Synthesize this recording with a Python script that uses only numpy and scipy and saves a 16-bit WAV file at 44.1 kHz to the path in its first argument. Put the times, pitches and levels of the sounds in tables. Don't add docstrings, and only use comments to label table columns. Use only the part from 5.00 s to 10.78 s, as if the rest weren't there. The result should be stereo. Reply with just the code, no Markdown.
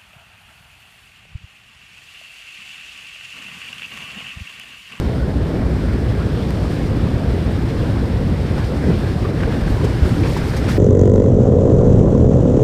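import sys
import numpy as np
from scipy import signal
from scipy.fft import rfft, irfft, next_fast_len
from scipy.io import wavfile
from scipy.ndimage import uniform_filter1d

SR = 44100
rng = np.random.default_rng(int(sys.argv[2]) if len(sys.argv) > 2 else 0)


def log_audio(samples):
    frames = np.atleast_2d(samples).T
    limited = np.clip(frames, -1, 1)
    pcm = np.round(limited * 32767).astype(np.int16)
    wavfile.write(sys.argv[1], SR, pcm)


N = 254898
TIME = np.arange(N) / SR


def from_db(db):
    return 10 ** (np.asarray(db) / 20)


def rms_one(x):
    mid = np.atleast_2d(x).mean(axis=0)
    return x / np.sqrt(np.mean(mid ** 2) + 1e-20)


def in_time(rows):
    s, *columns = np.transpose(rows)
    return [np.interp(TIME, s, column) for column in columns]


def at_hz(points, hz):
    known_hz, values = np.transpose(points)
    return np.interp(np.log(np.maximum(hz, 1)), np.log(known_hz), values)


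def drift(rate_hz):
    step = 40
    settle = 2000
    r = np.exp(-2 * np.pi * rate_hz * step / SR)
    noise = rng.standard_normal(N // step + 2 + settle)
    slow = signal.lfilter([1], [1, -2 * r, r * r], noise)[settle:]
    return np.interp(np.arange(N) / step, np.arange(len(slow)), rms_one(slow))


def ring(clicks, hz, cycles):
    w = 2 * np.pi * hz / SR
    r = np.exp(-np.log(1000) * hz / (cycles * SR))
    return signal.lfilter([0, np.sin(w)], [1, -2 * r * np.cos(w), r * r], clicks + 1e-18)


def burst(start_s, length_s):
    age = np.maximum(TIME - start_s, 0) / (length_s / 2)
    return age * np.exp(1 - np.minimum(age, 50))


# f/Hz, side minus mid/dB
WIDTH = [(60, -68), (110, -84), (200, -43), (300, -16), (420, -15), (620, -10.5), (1300, -9), (2400, -13.5),
         (4400, -9.5), (6500, -6), (8500, -2), (15000, 0.5)]


def coloured(pair, spectrum):
    size = next_fast_len(N)
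    hz = np.arange(size // 2 + 1) * SR / size
    mid, side = rfft(pair, size) * from_db(at_hz(spectrum, hz))
    side = side * from_db(at_hz(WIDTH, hz))
    return rms_one(irfft(np.array([mid + side, mid - side]), size)[:, :N])


def turbulence(spectrum, flutter_db, flutter_hz):
    flutter = from_db(flutter_db * drift(flutter_hz))
    return coloured(rng.standard_normal((2, N)) * flutter, spectrum)


def steady(x, window_s):
    power = uniform_filter1d(x.mean(axis=0) ** 2, max(int(window_s * SR), 2))
    return x / np.sqrt(np.maximum(power, 1e-6))


def grains(per_s, low_hz, high_hz, cycles, spread_db, clump_db, count=24):
    chance = per_s * from_db(clump_db * drift(9)) / SR
    born = np.flatnonzero(rng.random(N) < chance)
    sizes = from_db(spread_db * np.minimum(rng.exponential(1, len(born)), 4))
    signs = rng.choice([-1, 1], (2, len(born)))
    dealt = rng.integers(0, count, len(born))
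    out = np.zeros((2, N))
    for k, hz in enumerate(np.geomspace(low_hz, high_hz, count)):
        clicks = np.zeros((2, N))
        clicks[:, born] = signs * sizes * (dealt == k)
        out += np.sqrt(hz) * ring(clicks, hz, cycles)
    return out


def patchy(pair, low_hz, high_hz, patch_db, patch_hz, count=10):
    size = next_fast_len(N)
    hz = np.maximum(np.arange(size // 2 + 1) * SR / size, 1)
    register = np.clip(np.log(hz / low_hz) / np.log(high_hz / low_hz), 0, 1) * (count - 1)
    whole = rfft(pair, size)
    out = 0
    for k in range(count):
        weight = np.maximum(1 - abs(register - k), 0)
        band = irfft(whole * weight, size)[:, :N]
        out = out + band * from_db(patch_db * drift(patch_hz))
    return rms_one(out)


# t/s, deepest rumble level/dB, upper rumble level/dB
RUMBLE_LEVEL = [(0, -22.5, -25.5), (0.3, -21.5, -23.5), (0.75, -20.5, -23.5), (1.1, -22.5, -19.5),
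                (1.35, -24.5, -23.0), (1.6, -23.0, -24.5), (1.9, -23.0, -25.0), (2.35, -20.5, -20.0),
                (2.75, -25.5, -23.0), (3.1, -23.0, -21.0), (3.4, -24.5, -21.0), (3.7, -24.5, -22.0),
                (4.0, -24.5, -21.0), (4.3, -25.5, -24.0), (4.65, -21.0, -23.5), (5.1, -22.5, -21),
                (5.5, -25.0, -25.5), (5.78, -23.0, -20.5)]
# f/Hz, relative level/dB per Hz
DEEP_COLOUR = [(20, -40), (30, -31), (40, 8), (50, 5), (60, 17), (70, 5), (88, -6), (130, -78)]
RUMBLE_COLOUR = [(45, -44), (66, -6), (78, 3), (110, -1.5), (135, -13.5), (180, -22.5), (400, -81)]
CHURN_COLOUR = [(60, -46), (100, 1.5), (135, 2), (200, -1.5), (280, -5), (340, -11), (480, -29),
                (1200, -77)]
COBBLE_COLOUR = [(150, 3), (260, -4), (340, 1.5), (450, 1.5), (540, 0), (640, -5), (780, -12),
                 (1100, -16.5), (3000, -59)]


def bed_load(churn_db, cobbles_db):
    deep_db, rumble_db = in_time(RUMBLE_LEVEL)
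    deep = steady(turbulence(DEEP_COLOUR, flutter_db=4.5, flutter_hz=7), window_s=0.17)
    rumble = steady(turbulence(RUMBLE_COLOUR, flutter_db=-1.0, flutter_hz=8.3), window_s=0.15)
    churn = steady(turbulence(CHURN_COLOUR, flutter_db=3.0, flutter_hz=3.9), window_s=0.092)
    knocks = grains(per_s=800, low_hz=262.5, high_hz=855, cycles=20.0, spread_db=2.0, clump_db=0.5)
    knocks = coloured(knocks, COBBLE_COLOUR)
    grinding = from_db(-3.0) * turbulence(COBBLE_COLOUR, flutter_db=0.4, flutter_hz=150)
    cobbles = patchy(knocks + grinding, low_hz=260, high_hz=850, patch_db=1.4, patch_hz=5, count=7)
    cobbles = steady(cobbles, window_s=0.21)
    bed = from_db(deep_db) * deep + from_db(rumble_db) * rumble
    return bed + from_db(churn_db) * churn + from_db(cobbles_db) * cobbles


# f/Hz, relative level/dB per Hz
WASH_COLOUR = [(450, -14), (720, 3.5), (950, 2), (1250, -0.2), (1650, 0.5), (2100, -3.5), (2600, -8),
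               (3500, -9.5), (8000, -40)]


def wash(wash_db):
    plops = grains(per_s=240, low_hz=600, high_hz=2800, cycles=30, spread_db=2.0, clump_db=2.0, count=36)
    plops = coloured(plops, WASH_COLOUR)
    rush = turbulence(WASH_COLOUR, flutter_db=-0.1, flutter_hz=22)
    gurgle = patchy(rush + from_db(-6.5) * plops, low_hz=600, high_hz=2760, patch_db=1.6, patch_hz=6.0)
    return from_db(wash_db) * steady(gurgle, window_s=0.21)


# t/s, level/dB, length/s
SPLASHES = [(1.478, -46, .018), (3.57, -41, .03), (3.638, -41, .018), (4.403, -41, .009), (4.835, -37, .02),
            (5.245, -38.5, .045), (5.364, -35.5, .022), (5.563, -31.5, .011), (5.675, -32.5, .04)]
# t/s, level/dB, length/s
SHOWERS = [(4.66, -49, .08), (4.843, -41, .011), (5.03, -47, .1), (5.25, -47.5, .09), (5.366, -46, .012),
           (5.43, -48, .1), (5.565, -40.5, .01), (5.68, -40.5, .045)]
# f/Hz, relative level/dB per Hz
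FAR_SPRAY_COLOUR = [(1500, 0), (2400, 3), (3100, 2), (4400, 4), (5300, 2.2), (6300, -6.5), (9200, -5.5),
                    (10400, -13.5), (14300, -13.8), (15200, -58)]
BANK_SPRAY_COLOUR = [(1200, -19), (2400, 3.5), (3500, 1.5), (5300, 2.5), (6300, -4), (9200, -4.5),
                     (10400, -8.5), (14300, -9.5), (15200, -48)]
SPLASH_COLOUR = [(500, -7), (900, 13), (1600, 13.5), (2600, 10), (5200, 8), (6500, -0.5), (14300, -15),
                 (15200, -48)]
DROPLET_COLOUR = [(2000, -18), (4500, 2), (5400, 2), (7000, 0), (9200, -1), (10500, -6), (14300, -6.5),
                  (15200, -40)]


def spray(spray_db, near):
    far_hiss = turbulence(FAR_SPRAY_COLOUR, flutter_db=0.7, flutter_hz=25)
    patter = grains(per_s=2300, low_hz=1780, high_hz=14400, cycles=9.3, spread_db=0.0, clump_db=1.5)
    patter = coloured(patter, BANK_SPRAY_COLOUR)
    bank_hiss = turbulence(BANK_SPRAY_COLOUR, flutter_db=1.0, flutter_hz=22)
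    bank = rms_one(bank_hiss + from_db(9.5) * patter)
    bank = patchy(bank, low_hz=2000, high_hz=13000, patch_db=1.3, patch_hz=14, count=7)
    thrown = sum(from_db(level_db) * burst(s, length_s) for s, level_db, length_s in SPLASHES)
    splashes = thrown * turbulence(SPLASH_COLOUR, flutter_db=1.2, flutter_hz=190)
    falling = sum(from_db(level_db) * burst(s, length_s) for s, level_db, length_s in SHOWERS)
    showers = falling * turbulence(DROPLET_COLOUR, flutter_db=1.5, flutter_hz=250)
    flow = np.sqrt(1 - near) * far_hiss + np.sqrt(near) * bank
    return from_db(spray_db) * flow + splashes + showers


# t/s, Gaussian width/s, slurry gain/dB, cobble gain/dB, wash gain/dB
SURGES = [(0.54, 0.12, 1, 3, 0.5), (1.222, .03, -0.5, 0.5, 1), (1.756, .12, 0.7, 0.5, -1),
          (2.045, 0.078, 3, 1, 1), (2.3, .07, 0, 2, 0.5), (2.96, .04, 1, -1, 1.5),
          (3.284, 0.065, 2.5, -0.5, -0.5), (3.88, 0.03, 2.5, 1.8, 0.5), (4.514, 0.077, 1.5, 1.5, 1.5),
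          (4.855, 0.026, 3, 5.5, 1), (5.056, 0.032, -3, 2.5, 1.5), (5.26, 0.017, 0.5, 0.5, 1),
          (5.686, 0.025, 4, 2, 2)]


def surges():
    return sum(np.outer(gains_db, np.exp(-.5 * ((TIME - s) / width_s) ** 2))
               for s, width_s, *gains_db in SURGES)


# t/s, level before muffling/dB, initial f of the trapped air/Hz, length/s
SLAPS = [(1.200, -35, 1200, .024), (3.576, -31, 910, .012), (4.241, -29, 1050, .014),
         (4.402, -31.5, 1900, .008), (4.430, -24.5, 1400, .007), (4.476, -30.5, 780, .014),
         (4.522, -25.5, 1450, .004), (4.608, -30, 1400, .007), (4.676, -26.5, 1500, .006),
         (4.811, -28, 850, .007), (4.838, -31.5, 1050, .014), (5.233, -26.5, 2350, .006),
         (5.246, -31, 1000, .02), (5.365, -24, 900, .006), (5.533, -28, 1530, .007),
         (5.688, -29, 1400, .01)]


def slaps(cycles, bubble_db, rise_per_s, side_db, dull_hz):
    out = np.zeros((2, N))
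    for s, level_db, hz, length_s in SLAPS:
        mid, side = np.diff(ring(rng.standard_normal((2, N + 1)), hz, cycles))
        side = side * from_db(side_db)
        spatter = rms_one(np.array([mid + side, mid - side]))
        age = TIME - s
        bubble = from_db(bubble_db) * np.sin(2 * np.pi * hz * age * (1 + rise_per_s * age / 2))
        out += from_db(level_db) * burst(s, length_s) * rms_one(spatter + bubble)
    return signal.sosfilt(signal.butter(2, dull_hz, fs=SR, output="sos"), out)


def scattered(x, echo_db, seconds, count=14):
    out = x.copy()
    for channel in range(2):
        lags_s = rng.uniform(seconds / 10, seconds, count)
        signs = rng.choice([-1, 1], count)
        for lag_s, sign in zip(lags_s, signs):
            delay = max(int(lag_s * SR), 1)
            gain = sign * from_db(echo_db) * np.exp(-lag_s / seconds)
            out[channel, delay:] += gain * x[channel, :-delay]
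    return out


def tick(start_s, level_db, decay_s):
    return -from_db(level_db) * (TIME >= start_s) * np.exp(-abs(TIME - start_s) / decay_s)


# t/s, level/dB, Gaussian width/s
PUFFS = [(2.717, -27, 0.037), (2.97, -30, 0.11), (3.76, -28.5, 0.056), (3.894, -21, 0.04),
         (4.48, -32, 0.016)]


def wind(low_hz, high_hz, own_db):
    eddies = rng.standard_normal(N) + from_db(own_db) * rng.standard_normal((2, N))
    band = signal.butter(2, [low_hz, high_hz], "band", fs=SR, output="sos")
    eddies = signal.sosfilt(band, eddies)
    strength = sum(from_db(level_db) * np.exp(-.5 * ((TIME - s) / width_s) ** 2)
                   for s, level_db, width_s in PUFFS)
    return strength * rms_one(eddies)


# t/s, level/dB, f/Hz, length/s
BOULDERS = [(3.872, -14, 127, 0.013), (3.888, -6.5, 165, .012), (3.896, -13.5, 443, 0.0097),
            (3.910, -13, 112, 0.016), (4.246, -22, 390, 0.014), (4.472, -17.5, 444, 0.011),
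            (4.519, -25, 420, 0.011), (4.713, -10.5, 60.6, 0.012), (4.846, -25, 410, 0.017),
            (5.022, -5.5, 68, 0.014), (5.110, -9, 112, 0.013), (5.208, -9.5, 90.5, 0.022),
            (5.272, -9.5, 120, 0.013), (5.422, -24, 375, 0.014), (5.659, -24.5, 370, 0.013)]


def boulders():
    return sum(from_db(level_db) * burst(s, length_s) * np.sin(2 * np.pi * hz * (TIME - s))
               for s, level_db, hz, length_s in BOULDERS)


# t/s, f/Hz, level/dB
ROLL = [(4.98, 120, -42), (5.04, 150, -23), (5.12, 190, -21.5), (5.165, 225, -17.5), (5.195, 270, -27),
        (5.23, 320, -18.5), (5.26, 480, -25), (5.31, 560, -44)]


def rolling(width_hz):
    hz, level_db = in_time(ROLL)
    phase = 2 * np.pi * np.cumsum(hz) / SR
    rumble = drift(width_hz) * np.cos(phase) + drift(width_hz) * np.sin(phase)
    passing = (TIME > ROLL[0][0]) & (TIME < ROLL[-1][0])
    return passing * from_db(level_db) * steady(rumble[None], window_s=0.043)


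# t/s, level above calm flow/dB
SWELL = [(0.0, 0), (0.3, -3.5), (.8, -1), (1.0, -1.5), (1.55, 0.0), (1.7, 1.5), (1.83, 2.1), (1.95, -1),
         (2.3, -0.5), (2.9, 0.5), (3.3, -1.5), (3.6, 1.5), (3.75, .5), (3.97, 2), (4.32, -0.5), (4.55, 1.5),
         (4.95, 3), (5.25, 4), (5.7, 5)]
CHURN_DB, COBBLES_DB, WASH_DB, SPRAY_DB = -21.5, -27.5, -36, -44
CHURN_FOLLOWS, COBBLES_FOLLOWS, WASH_FOLLOWS, SPRAY_FOLLOWS = 0.081, 0.18, 0.54, 0.86
BANK_SWELL_DB, BANK_WIDTH_DB = 4.0, 1.5
HEAVE_DB, HEAVE_HZ = 0.22, 11


def scene():
    swell_db, = in_time(SWELL)
    churn_surge_db, cobble_surge_db, wash_surge_db = surges()
    heave_db = HEAVE_DB * drift(HEAVE_HZ)
    churn_db = CHURN_DB + CHURN_FOLLOWS * swell_db + churn_surge_db
    cobbles_db = COBBLES_DB + COBBLES_FOLLOWS * swell_db + cobble_surge_db + heave_db
    wash_db = WASH_DB + WASH_FOLLOWS * swell_db + wash_surge_db + heave_db
    spray_db = SPRAY_DB + SPRAY_FOLLOWS * swell_db + heave_db / 2
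    near = 1 / (1.5 + np.exp((BANK_SWELL_DB - swell_db) / BANK_WIDTH_DB))
    flow = bed_load(churn_db, cobbles_db) + wash(wash_db) + spray(spray_db, near)
    bank = slaps(cycles=5, bubble_db=-3, rise_per_s=8, side_db=-14, dull_hz=2800)
    bank = scattered(bank, echo_db=-18, seconds=.05)
    dry_tick = tick(start_s=1.5067, level_db=-15.5, decay_s=0.00089)
    puffs = wind(low_hz=143, high_hz=370, own_db=-9.0)
    return flow + bank + dry_tick + puffs + boulders() + rolling(width_hz=55)


def record(dry):
    return signal.sosfilt(signal.ellip(10, .1, 80, 15000, fs=SR, output="sos"), dry)


dry = scene()
out = record(dry)
log_audio(out)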